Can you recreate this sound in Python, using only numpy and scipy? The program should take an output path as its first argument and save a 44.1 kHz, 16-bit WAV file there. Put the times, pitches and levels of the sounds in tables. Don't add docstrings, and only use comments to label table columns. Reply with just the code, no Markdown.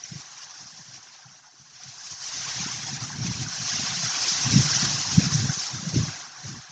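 import sys
import numpy as np
from scipy import signal
from scipy.fft import rfft, irfft, next_fast_len
from scipy.io import wavfile
from scipy.ndimage import uniform_filter1d

SR = 44100
rng = np.random.default_rng(int(sys.argv[2]) if len(sys.argv) > 2 else 0)


def volts(x):
    e = np.asarray(x, float) / 20
    return 10 ** e


def put_to_file(sound):
    columns = np.atleast_2d(sound).T
    safe = np.clip(columns, -1, 1)
    whole_steps = np.round(safe * 32767)
    wavfile.write(sys.argv[1], SR, whole_steps.astype(np.int16))


N = 295911

# middle in seconds, peak in dB, pitch in Hz, length in ms.
THUMPS = [(0.122, -30.5, 163, 7), (0.16, -30, 151, 9.5), (2.606, -28, 169, 8.1), (2.663, -27, 194, 4.2),
          (3.03, -28, 129, 14), (3.216, -24, 137, 22), (3.25, -20.5, 182, 4.3), (3.286, -26, 144, 42),
          (3.418, -26, 121, 13), (3.797, -26.5, 200, 4.4), (4.043, -28.5, 145, 13), (4.465, -28, 173, 5.8),
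          (4.49, -20.5, 135, 17), (4.54, -20.5, 188, 7.4), (4.563, -8, 172, 9), (4.578, -10, 177, 5.6),
          (4.654, -24, 153, 17), (4.83, -19, 171, 5.6), (5.182, -3, 159.6, 6.4), (5.224, -20.5, 139, 7),
          (5.353, -14, 146.5, 14), (5.393, -22.5, 119, 28), (5.44, -21, 138, 24), (5.498, -16.5, 141, 10),
          (5.875, -21, 168, 13), (5.974, -15.5, 140, 8.9), (6.034, -21, 151, 12), (6.085, -26, 141.5, 18),
          (6.492, -32, 195, 7.9), (6.538, -29, 142, 7.1)]
# middle in seconds, peak in dB, pitch in Hz, length
# in ms.
MORE_THUMPS = [
    (4.595, -16.5, 148, 6.4),
    (5.194, -15, 249, 5.6),
    (5.963, -15, 282, 5),
    (5.998, -15.5, 158, 5.3),
]
# middle in seconds, peak in dB, pitch in Hz, length in ms.
TAPS = [(0.046, -51, 150, 8), (0.2, -45, 161, 5), (0.63, -47, 143, 5.7), (0.66, -47, 157, 3.6),
        (0.797, -44, 191, 3.8), (0.89, -44.5, 137, 11), (0.98, -50, 159, 6), (1.262, -45.5, 141, 12),
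        (1.289, -52.5, 142, 15), (1.619, -54, 141, 9.1), (1.862, -45, 140, 7.2), (1.887, -44, 134, 13),
        (1.971, -58, 140, 10), (2.12, -47, 135, 13), (2.136, -44, 134, 6), (2.229, -64, 140, 10),
        (2.378, -53, 113, 6), (2.398, -40, 149, 6), (4.174, -39.5, 279, 5), (4.216, -47, 268, 4.5),
        (4.322, -35.5, 186, 9.2), (5.576, -31, 157, 6), (5.752, -30, 161, 5.6), (5.832, -30, 179, 6.8),
        (6.153, -45, 157, 5), (6.454, -33.5, 132, 25), (6.573, -46, 165, 5), (6.7, -49, 154, 12)]
# frequency in Hz, density in dB per Hz.
EDDY = [(15, -71.5), (25, -24), (75, -13.5), (111, -1), (136, 4), (179, -9.5), (216, -7.5), (251, -9),
        (500, -31.5), (650, -59.5), (1100, -120)]


def grove():
    puffs = 0.4 * flutter(30) + 0.82 * flutter(55)
    return leaves(puffs) + canopy(puffs) + stems(puffs) + distant_roar()


def leaves(puffs):
    # frequency in Hz, density in dB per Hz.
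    spectrum = [(2350, -23), (4000, -11), (5330, -1.5), (6120, -0.5), (6980, -8.5), (7500, -17),
                (7800, -22.5), (10100, -59), (17200, -120)]
    rustle = foliage(spectrum, patchy_db=0.62, fleck_db=3.0, shared_db=1.6 * puffs)
    return rustle * answer(-35, per_wind=1, per_depth=-0.32, lag_s=-0.0176, shake_share=0.65)


def canopy(puffs):
    # frequency in Hz, density in dB per Hz.
    spectrum = [(390, -33), (660, -9), (734, -0.5), (872, -4), (1090, -1.5), (1260, -3.5), (1610, 0.5),
                (2000, -9), (2600, -32.5), (4400, -120)]
    shared_db = 0.32 * puffs + 0.9 * flutter(16)
    rush = foliage(spectrum, patchy_db=0.27, fleck_db=4.0, shared_db=shared_db)
    return rush * answer(-45, per_wind=0.8859, per_depth=0.99, lag_s=0.09, shake_share=0.42)


def stems(puffs):
    # frequency in Hz, density in dB per Hz.
    spectrum = [(1120, -32), (1900, -5.5), (2320, -5), (3800, -5.5), (4200, -3.5), (5460, -23),
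                (9240, -120)]
    shared_db = 1.4 * puffs + 0.3 * flutter(18)
    rubbing = foliage(spectrum, patchy_db=0.4, fleck_db=3.5, shared_db=shared_db)
    return rubbing * answer(-43.5, per_wind=1.01, per_depth=0.55, lag_s=-0.01, shake_share=0.64, sway_share=0.94)


def distant_roar():
    # frequency in Hz, density in dB per Hz.
    spectrum = [(150, -38.5), (230, -5), (330, 0.5), (500, -5), (640, -1), (760, -24)]
    far = foliage(spectrum, patchy_db=-1.5, fleck_db=6.5, shared_db=0)
    gain = answer(-65, per_wind=1.15, per_depth=0, lag_s=0.36, shake_share=0.1)
    with_eddies = volts(-27.5) * uniform_filter1d(turbulence(), size=4000)
    still_air = volts(-82.5)
    return (gain + with_eddies + still_air) * far


def foliage(points, patchy_db, fleck_db, shared_db):
    shape = 257, N // 128 + 8
    real, imaginary = rng.standard_normal((2, *shape))
    patches = blotches(shape, 10, 14)
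    flecks = blotches(shape, 3, 6)
    cells = (real + 1j * imaginary) * volts(patchy_db * patches + fleck_db * flecks)
    wash = signal.istft(cells, nperseg=512, noverlap=384)[1]
    return coloured(wash[:N] * volts(shared_db), points)


def answer(base_db, per_wind, per_depth, lag_s, shake_share, sway_share=0):
    # middle in seconds, length in seconds, change in dB.
    shakes = [(0.436, 0.031, 4.5), (0.61, .1, 2), (0.957, 0.05, 8), (1.09, 0.082, 2), (1.85, .05, 4),
              (2.12, 0.03, 1.5), (2.183, 0.059, -9), (2.507, .05, 5.5), (2.621, .03, 3),
              (2.99, 0.031, -5.5), (3.186, 0.14, -2.5), (3.261, 0.074, 7.5), (3.43, .03, 7),
              (3.466, 0.063, -7.5), (3.994, 0.062, -8), (4.3, 0.067, -0.5), (4.74, 0.028, 2),
              (4.853, 0.017, 5), (5.044, 0.27, -2.5), (5.22, 0.12, 0.5), (5.35, 0.054, -2),
              (5.457, 0.038, -4.5), (5.477, 0.022, 0), (5.628, 0.062, 2), (5.804, 0.2, -7),
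              (5.992, 0.033, 3.5), (6.14, 0.11, 1), (1.7, .14, -0.5), (3.58, 0.061, 0.5), (6.49, 0.22, 8)]
    # middle in seconds, length in seconds, change in dB.
    sways = [
        (0.7, 0.28, -4),
        (1.62, 0.43, -2),
        (2.1, 0.27, -5.5),
        (2.8, 0.33, 3),
        (3.14, 0.16, -1),
        (3.55, 0.22, 0.5),
        (3.9, 0.22, 2.5),
        (5.1, .15, 1),
        (5.55, .25, -2),
        (6.45, 0.21, -2),
    ]
    reference_wind_db = -35
    db = base_db + per_wind * (wind_of(1, lag_s) - reference_wind_db) + per_depth * wind_of(2)
    db = db + shake_share * bumps(shakes) + sway_share * bumps(sways)
    return np.interp(np.arange(N) / SR, clock(), volts(db))


def wind_of(column, lag_s=0):
    # time in seconds, rustle of the near leaves in dB, how deep in the grove it blows in dB.
    gust = [(0.0, -47, 2.5), (0.1, -43.5, -1), (0.5, -45, 1), (0.85, -47.5, -1), (1.15, -49.5, 1.5),
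            (1.55, -56, 0), (1.8, -47.5, 1.5), (2.2, -37, -1), (2.55, -32.5, 0.5), (2.9, -35, -2.5),
            (3.15, -38, 1.5), (3.65, -30.5, 0.5), (4.3, -26, -0.5), (4.8, -25, -1.2), (5.65, -31.5, -1),
            (6.1, -34.5, -1), (6.36, -46, 0.5), (6.71, -47, 5)]
    rows = np.array(gust)
    return np.interp(clock() - lag_s, rows[:, 0], rows[:, column])


def snaps():
    # middle in seconds, peak in dB, pitch in Hz.
    events = [
        (0.0383, -17.5, 5870),
        (0.943, -27, 5630),
        (1.8355, -25, 5850),
        (3.486, -18, 6010),
        (5.9754, -23, 6470),
    ]
    strikes = [(0, 0.9), (0.0024, 0.47), (0.0046, 0.35)]
    out = np.zeros(N)
    t = np.arange(-400, 400) / SR
    for s, db, hz in events:
        shape = sum(gain * np.exp(-((t - late) / 0.0013) ** 2) for late, gain in strikes)
        add(out, s + 0.0004, volts(db - 6.5) * shape * np.sin(2 * np.pi * hz * t))
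    return out


def buffets():
    lumps = volts(4.34 * flutter(25) - 7.5)
    strength = turbulence()
    out = strength * lumps * coloured(rng.standard_normal(N), EDDY)
    for s, db, hz, ms in np.r_[THUMPS + MORE_THUMPS + TAPS, small_eddies(strength)]:
        add(out, s, volts(db) * eddy(hz, ms))
    return signal.sosfilt(signal.butter(3, 55, "high", fs=SR, output="sos"), out)


def eddy(hz, ms):
    start, edge, late = rng.random(3)
    t = np.arange(-1500, 1500) / SR
    half_s = max(ms, 4) / 1000 * np.where(t < 0, 0.65, 0.95)
    swing = np.exp(-(t / half_s) ** 2) * np.cos(2 * np.pi * (hz * t * (1 - 5.7 * t) + start))
    envelope = np.exp(-((t - 0.019 * late + 0.0067) / 0.0032) ** 2)
    rider = envelope * np.cos(2 * np.pi * (hz * t * (1.253 + 0.93 * edge) + edge))
    return swing + 0.18 * rider


def small_eddies(strength):
    late, size, pitch, span = rng.random((220, 4)).T
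    s = (np.arange(len(late)) + 0.7 * late) * 0.038
    db = 20 * np.log10(np.interp(s, np.arange(N) / SR, strength)) + 4.5 - 9.5 * size
    hz = np.interp(pitch, (0, 1), (115, 201.6))
    ms = np.interp(span, (0, 1), (6.1, 15.5))
    single_s = np.array(THUMPS + MORE_THUMPS + TAPS)[:, 0]
    near = abs(s[:, None] - single_s).min(axis=1) < 0.018
    return np.c_[s, db, hz, ms][(s < N / SR) & ~near]


def turbulence():
    # middle in seconds, length in seconds, rumble in dB.
    packs = [(0.156, 0.072, -36.5), (0.64, 0.033, -50), (0.775, 0.066, -48.5), (0.93, .11, -55),
             (1.29, 0.098, -62), (1.68, .16, -60), (1.878, .05, -51), (2.133, 0.037, -66),
             (2.442, 0.17, -47), (2.637, 0.14, -37.5), (2.85, 0.27, -41.5), (3.07, 0.28, -38.5),
             (3.249, 0.095, -26.5), (3.416, .12, -32), (3.623, .16, -40), (3.794, .12, -32),
             (3.974, 0.18, -37.5), (4.4, 0.091, -41), (4.49, 0.052, -24.5), (4.576, 0.07, -17),
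             (4.673, 0.22, -29.5), (4.842, .08, -27), (4.962, 0.099, -31), (5.114, 0.091, -33.5),
             (5.22, 0.086, -26.5), (5.385, 0.25, -25.5), (5.855, 0.22, -32.5), (5.979, 0.049, -17),
             (6.06, 0.077, -34), (6.514, 0.13, -36.5)]
    fade_db_per_s = 500.5
    t = clock()
    levels = [db - fade_db_per_s * np.maximum(abs(t - s) - length / 2, 0) for s, length, db in packs]
    return np.interp(np.arange(N) / SR, t, volts(np.max(levels, axis=0)) + 1e-6)


def calm():
    under_wind_db, still_db = -27, -79
    level = volts(wind_of(1, 0.13) + under_wind_db) + volts(still_db)
    gain = np.interp(np.arange(N) / SR, clock(), level)
    air = volts(2.5 * flutter(22)) * coloured(rng.standard_normal(N), EDDY)
    return gain * signal.sosfilt(signal.butter(4, 100, "high", fs=SR, output="sos"), air)


def evened(x):
    return x / np.sqrt(np.mean(x ** 2) + 1e-20)


def read(points, hz):
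    f, value = np.transpose(points)
    return np.interp(np.log(hz + 1), np.log(f + 1), value)


def coloured(x, points):
    size = next_fast_len(N)
    gain = volts(read(points, np.fft.rfftfreq(size, 1 / SR)))
    return evened(irfft(rfft(x, size) * gain, size)[:N])


def flutter(per_s):
    t = np.arange(N) / SR
    knots = rng.standard_normal(size=400)
    return np.interp(t * per_s, np.arange(len(knots)), knots)


def blotches(shape, bins, frames):
    across = uniform_filter1d(rng.standard_normal(shape), bins, axis=0)
    return evened(uniform_filter1d(across, frames, axis=1))


def bumps(rows):
    return sum(db * np.exp(-(2 * (clock() - s) / length) ** 2) for s, length, db in rows)


def clock():
    step = 32
    return np.arange(0, N + step, step) / SR


def add(mix, s, sound):
    start = round(s * SR) - len(sound) // 2
    part = mix[max(start, 0):start + len(sound)]
    part += sound[max(-start, 0):][:len(part)]


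def scene():
    return (grove() + snaps() + buffets() + calm())[None]


def band_limit(x):
    return signal.sosfilt(signal.butter(12, 10850, fs=SR, output="sos"), x)


def record(dry):
    # frequency in Hz, gain in dB.
    mirror = [(8200, -5.5), (8600, -17.5), (9000, -31.5), (9200, -52), (9350, -74.5), (9700, -64.5),
              (10800, -72)]
    sampling_hz, gap_hz = 16000, 200
    size = next_fast_len(N)
    hz = np.fft.rfftfreq(size, 1 / SR)
    below = volts(-45 * np.clip((hz - sampling_hz / 2 + gap_hz) / 120, 0, 3))
    base = irfft(rfft(dry, size) * below, size)[:, :N]
    image = 2 * base * np.cos(2 * np.pi * sampling_hz * np.arange(N) / SR)
    kept = volts(read(mirror, hz)) * (hz > sampling_hz / 2)
    finished = base + irfft(rfft(image, size) * kept, size)[:, :N]
    return band_limit(finished)


dry = scene()
out = record(dry)
put_to_file(out)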